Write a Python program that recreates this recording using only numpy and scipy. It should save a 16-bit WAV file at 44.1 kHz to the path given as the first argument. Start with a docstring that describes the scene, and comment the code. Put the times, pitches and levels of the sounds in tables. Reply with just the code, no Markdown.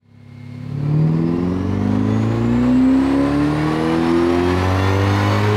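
"""A closed test bay, hard walls close by, one microphone in the room with a supercharged V8 on a
rolling road. The engine fades in at a cruise, then pulls at full throttle. Strong crank orders drone
through the room's resonances; unequal cylinders add burble and bark between them, exhaust gas rasps
in time with the firings, and the belt-driven blower whines and hisses far above them in pitch."""
import sys
import numpy as np
from scipy import signal
from scipy.fft import rfft
from scipy.io import wavfile
from scipy.ndimage import uniform_filter1d, minimum_filter1d, map_coordinates

SR = 44100
rng = np.random.default_rng(int(sys.argv[2]) if len(sys.argv) > 2 else 0)


def unload_wav(signal):
    """Save mono or channel-first audio to the path in sys.argv[1] as 16-bit WAV at rate SR, clipped to [-1, 1]."""
    wavfile.write(
        sys.argv[1],
        SR,
        np.round(np.clip(np.atleast_2d(signal).T, -1, 1) * 32767).astype(np.int16),
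    )


N = 245536
T = np.arange(N) / SR

# crank turns per second: t/s, f/Hz
CRANK_SPEED = [(0.0, 33.9), (0.65, 35.2), (0.8, 35.9), (1.0, 38.47), (1.3, 42.17), (1.6, 46.44),
               (2.0, 52.12), (2.4, 57.65), (2.8, 64.16), (3.2, 69.35), (3.6, 76.13), (4.0, 82.82),
               (4.4, 87.87), (4.8, 94.9), (5.2, 100.6), (5.56, 105.6)]
# exhaust drone before the room shapes it, order 4 being the firing rate:
# crank order, full-throttle level/dB, change at cruise/dB, change per doubling of revs/dB
DRONE_ORDERS = [(1, -22, -24, 10), (2, -18, -10, 10.5), (3, -22.5, 0.5, 10), (4, -10, -12.5, -1.5),
                (5, -21, -7.5, -0.5), (6, -22, -17, -1), (7, -30, 5.5, 5), (8, -22.5, -35.5, -6)]
# standing waves of the bay: f/Hz, width/Hz, level/dB
ROOM_MODES = [(59.3, 4.9, -4.5), (95.8, 8.6, 0.2), (110.9, 12, 1.5), (150.6, 17, -7.5), (176.4, 8.5, -15),
              (257.8, 20.2, -0.37), (292.27, 9.3, -8.5), (343, 21, -5.5), (385, 5.8, -18), (429, 22, -17),
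              (490, 25, -9), (558, 11, -7.5), (749, 79, -7.5)]
# dips where wall echoes cancel the direct sound at the microphone: f/Hz, width/Hz, level/dB
ROOM_NULLS = [(55.2, 4, -8), (82, 11.3, -8.5), (133.6, 11, -10), (173.2, 3.3, -12), (188.2, 12.5, -4),
              (227.7, 10.4, -6.5), (326, 15, -2), (378.3, 12, -9), (402, 12.77, -14)]
# orders that the firing sequence favours or cancels: crank order, level/dB
FIRING_ORDERS = [(1.5, -4.5), (3.5, -9.5), (4.5, -0.5), (5.5, -0.5), (6.5, 1.5), (9, 7.5), (10, 6),
                 (10.5, 5), (11, 4.5), (12, 3.5), (12.5, 5), (13.5, 1.5), (14, -5), (14.5, 10.5), (15, 0.5),
                 (15.5, 0.5), (17, 4), (19, 9.5), (21, 0), (22.5, 1.5), (24, 8), (25, 3)]
# resonances of the pipes and the bay: f/Hz, width/Hz, level/dB
PIPE_MODES = [(111, 18, 5), (255, 10.8, 6), (308, 7.4, -5.5), (348.5, 11, -3), (427, 17.7, -2.5),
              (518, 38, -5.5), (563, 16, -5), (713, 80, -10), (832, 58, -13), (1006, 107, -9),
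              (1120, 47, -12.5), (1263, 110, -21), (1423, 220, -18), (1713.4, 18, -13), (1838, 31, -11),
              (1990, 86, -20.5), (2600, 420, -33.5)]
# spectra of pipe rumble, exhaust rasp, intake hiss and air jet: f/Hz, relative level/dB
RUMBLE_SPECTRUM = [(20, -34.5), (45, -4), (90, 5), (260, -3.5), (400, 7.5), (600, -9), (1200, -52.5)]
RASP_SPECTRUM = [(250, -14), (470, -11.5), (640, -4.5), (850, -4.5), (1060, -3), (1300, -8), (1550, -16),
                 (1900, -9), (2400, -18.5), (4000, -51)]
HISS_SPECTRUM = [(1000, -2), (2100, 0.5), (2700, -2), (3200, -5), (4300, -6), (5300, -13), (7000, -19.5),
                 (10000, -28), (16000, -48)]
JET_SPECTRUM = [(3000, -9.5), (6500, -3.5), (9000, -3), (12500, -10), (15500, -10)]
# tones of the pulleys and timing gears: crank order, relative level/dB
GEAR_TONES = [(21.85, -14.5), (29.08, -14.5), (36.3, -13.5), (43.6, -16.5), (51, -21), (61.2, -20),
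              (64.5, -15.5)]
# resonances of the blower casing and belt cover: f/Hz, width/Hz, level/dB
CASING_MODES = [(1940, 1700, 5), (2840, 120, 3.5), (4230, 200, -4), (5500, 1700, -2.5)]
# tones of the blower blades: crank order, relative level/dB
BLADE_TONES = [(108, -8), (112.6, -2), (117.6, -1.5), (122.3, -.5), (127.3, -3), (129.3, -6), (184, -15)]

# gain of each part: at full throttle and MID_REVS_HZ/dB, change at cruise/dB, per doubling of revs/dB
BURBLE, BARK, PIPE_RUMBLE = (-32, -19.5, -3), (-29, -10.5, 9.7), (-36, -2.4, 11)
INTAKE_HISS, AIR_JET = (-36.5, 1, 13.2), (-55.5, 2.5, 11)
GEAR_WHINE, BLADE_WHINE, BLADE_EDDIES = (-37.3, 0, 11.5), (-61, -5, 2), (-65.5, 0, 6)
MID_REVS_HZ = 70
FADE_IN_S, THROTTLE_FROM_S, THROTTLE_FULL_S = 0.82, 0.6, 0.952


def undb(db):
    """Decibels to gain."""
    return 10 ** (np.asarray(db) / 20)


def drift(rate_hz):
    """Smooth random wander around zero."""
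    return 1.5 * map_coordinates(rng.standard_normal(4096), [T * rate_hz], order=3, mode="wrap")


def effort(crank_hz, law):
    """Gain of one part of the engine as the throttle opens and the revs climb."""
    full_db, cruise_db, doubling_db = law
    cruising = np.interp(T, [THROTTLE_FROM_S, THROTTLE_FULL_S], [1, 0])
    return undb(full_db + cruise_db * cruising + doubling_db * np.log2(crank_hz / MID_REVS_HZ))


def resonance(hz, modes):
    """How strongly a set of resonances answers at a frequency."""
    grid_hz = np.arange(0, 8000, 2.)
    power = sum(undb(db) ** 2 / (1 + ((grid_hz - f) * 2 / width) ** 2) for f, width, db in modes)
    return np.interp(hz, grid_hz, np.sqrt(power))


def room_response(hz):
    """How a low tone carries across the bay to the microphone: standing waves with nulls between."""
    null_db = sum(db * np.exp(-((hz - f) * 2 / width) ** 2) for f, width, db in ROOM_NULLS)
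    return resonance(hz, ROOM_MODES) * undb(null_db)


def exhaust_drone(turns, crank_hz):
    """Eight crank orders, each swelling as it crosses a room mode; together they throb once a turn."""
    drone = 0
    for order, (_, *law) in enumerate(DRONE_ORDERS, 1):
        hz = order * crank_hz
        # the bay delays every order differently, so the pulses reach the microphone rounded
        phase = 2 * np.pi * (order * turns + rng.uniform(0, 0.28))
        ripple = np.interp(hz, [243, 465], [0.46, 2.5])  # higher tones waver more
        flicker_db = 0.45 * drift(20) + ripple * drift(10)
        rms = effort(crank_hz, law) * room_response(hz) * undb(flicker_db)
        drone += rms * np.sqrt(2) * np.sin(phase)
    return drone


def cruise_whistle(hz=2136, level_db=-52, end_s=0.92, release_s=0.35):
    """A thin whistle and its octave, dying away as the throttle opens."""
    phase = 2 * np.pi * (hz * T + 0.094 * drift(40))
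    release = np.clip((end_s - T) / release_s, 0, 1)
    return release * undb(level_db + 2 * drift(13)) * (np.sin(phase) + undb(-10) * np.sin(2 * phase))


def wall_echoes(x, t60_s, wet_db):
    """What reaches the microphone: the direct sound plus dense echoes off close, hard walls."""
    t = T[:SR // 2]
    tail = rng.standard_normal(len(t)) * undb(-60 * t / t60_s) * (t > 0.004)
    return x + undb(wet_db) * signal.fftconvolve(x, tail / np.linalg.norm(tail))[:N]


def steady(x, window=11025):
    """Hold a signal near rms 1 over quarter seconds."""
    power = uniform_filter1d(uniform_filter1d(x * x, window), window)
    return x / np.sqrt(power + 1e-18)


def uneven_firing(turns, crank_hz):
    """Unequal cylinders repeat every two turns, so half orders sound: a low burble and a higher bark."""
    firing_db = dict(FIRING_ORDERS)
    burble, bark = 0, 0
    for order in np.arange(3, 64) / 2:
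        if order <= 8 and order % 1 == 0:
            continue  # these whole orders make the drone
        hz = order * crank_hz
        phase = 2 * np.pi * (order * turns + rng.random())
        tone = undb(firing_db.get(order, 0)) * resonance(hz, PIPE_MODES) * np.cos(phase)
        bark_share = np.clip((hz - 430) / 90, 0, 1)
        burble += (1 - bark_share) * tone
        bark += bark_share * tone
    burble = wall_echoes(burble, t60_s=0.06, wet_db=-13)
    bark = wall_echoes(bark, t60_s=0.33, wet_db=-5)
    return steady(burble), steady(bark)


def gas_noise(spectrum):
    """Rushing gas: noise of rms 1 with the given spectrum."""
    hz, db = np.transpose(spectrum)
    bins_hz = np.fft.rfftfreq(N, 1 / SR)
    gain = undb(np.interp(np.log(bins_hz + 1), np.log(hz), db))
    noise = np.fft.irfft(rfft(rng.standard_normal(N)) * gain, N)
    return noise / noise.std()


def puffs(turns, per_turn, per_cycle, per_firing):
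    """Gas flow swells once a turn, once a two-turn cycle and with each firing."""
    angle = 2 * np.pi * turns
    swell = per_turn * np.cos(angle) + per_cycle * np.cos(angle / 2) + per_firing * np.cos(4 * angle)
    flow = np.exp(swell)
    return flow / np.sqrt(np.mean(flow ** 2))


def exhaust_rasp(turns):
    """Gas leaves the pipes in a hard puff at each firing."""
    return gas_noise(RASP_SPECTRUM) * puffs(turns, per_turn=0.11, per_cycle=0.042, per_firing=0.54)


def intake_air(turns, crank_hz):
    """The intake hisses with a thin jet of air above it, both pulsing gently with the engine."""
    hiss = gas_noise(HISS_SPECTRUM) * puffs(turns, per_turn=0.06, per_cycle=0.052, per_firing=0.064)
    jet = gas_noise(JET_SPECTRUM) * puffs(turns, per_turn=0.08, per_cycle=0.06, per_firing=0.12)
    return effort(crank_hz, INTAKE_HISS) * hiss + effort(crank_hz, AIR_JET) * jet


def belt_tones(turns, tones, flex):
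    """Geared tones that waver as the belt flexes and flicker among the wall echoes."""
    whine = 0
    for order, db in tones:
        slip = flex * drift(30)
        whine += undb(db + 2 * drift(6)) * np.sin(2 * np.pi * order * (turns + slip))
    return wall_echoes(whine, t60_s=0.16, wet_db=-4)


def gear_whine(turns, crank_hz):
    """Each gear tone sings out as it climbs through a resonance of the casing."""
    tones = [(order, db + 20 * np.log10(resonance(order * crank_hz, CASING_MODES)))
             for order, db in GEAR_TONES]
    return effort(crank_hz, GEAR_WHINE) * belt_tones(turns, tones, flex=0.0018)


def blower(turns, crank_hz):
    """Blade tones inside a band of turbulence that climbs with them."""
    eddies = map_coordinates(rng.standard_normal(16384), [turns * 22], order=3, mode="wrap")
    turbulence = eddies * np.sin(2 * np.pi * 123 * turns)  # centred on crank order 123
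    blades = belt_tones(turns, BLADE_TONES, flex=0.0014)
    return effort(crank_hz, BLADE_WHINE) * blades + effort(crank_hz, BLADE_EDDIES) * turbulence


def scene():
    """The engine as heard at the microphone, in mono; throttle and revs set how hard it sounds."""
    crank_hz = np.interp(T, *np.transpose(CRANK_SPEED))
    turns = np.cumsum(crank_hz) / SR
    # no two combustions are alike, so the pulses come slightly early or late
    shaky_turns = turns + 0.0023 * drift(110)
    burble, bark = uneven_firing(shaky_turns, crank_hz)
    rumble = gas_noise(RUMBLE_SPECTRUM)
    exhaust_low = effort(crank_hz, BURBLE) * burble + effort(crank_hz, PIPE_RUMBLE) * rumble
    exhaust_mid = effort(crank_hz, BARK) * (undb(-1) * bark + undb(-5.5) * exhaust_rasp(shaky_turns))
    # the gas stream surges a little from moment to moment
    surge = undb(0.38 * (drift(50) + drift(20)))
    gas_stream = surge * (exhaust_mid + intake_air(shaky_turns, crank_hz))
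    whine = gear_whine(turns, crank_hz) + blower(turns, crank_hz) + cruise_whistle()
    drone = exhaust_drone(shaky_turns, crank_hz)
    fade_in = np.clip(T / FADE_IN_S, 0, 1)
    return (fade_in * (drone + exhaust_low + gas_stream + whine))[None]


def record(dry):
    """After the microphone: a low cut, a fast limiter to hold the peaks, and a steep top cut."""
    ceiling, window = 0.43, 441  # the window spans 10 ms
    low_cut = signal.butter(3, 28, "high", fs=SR, output="sos")
    top_cut = signal.ellip(10, 0.2, 80, 15700, fs=SR, output="sos")
    mic = signal.sosfilt(low_cut, dry)
    gain = np.minimum(1, ceiling / (np.abs(mic) + 1e-9))
    gain = uniform_filter1d(minimum_filter1d(gain, window), window)
    return signal.sosfilt(top_cut, mic * gain)


dry = scene()
out = record(dry)
unload_wav(out)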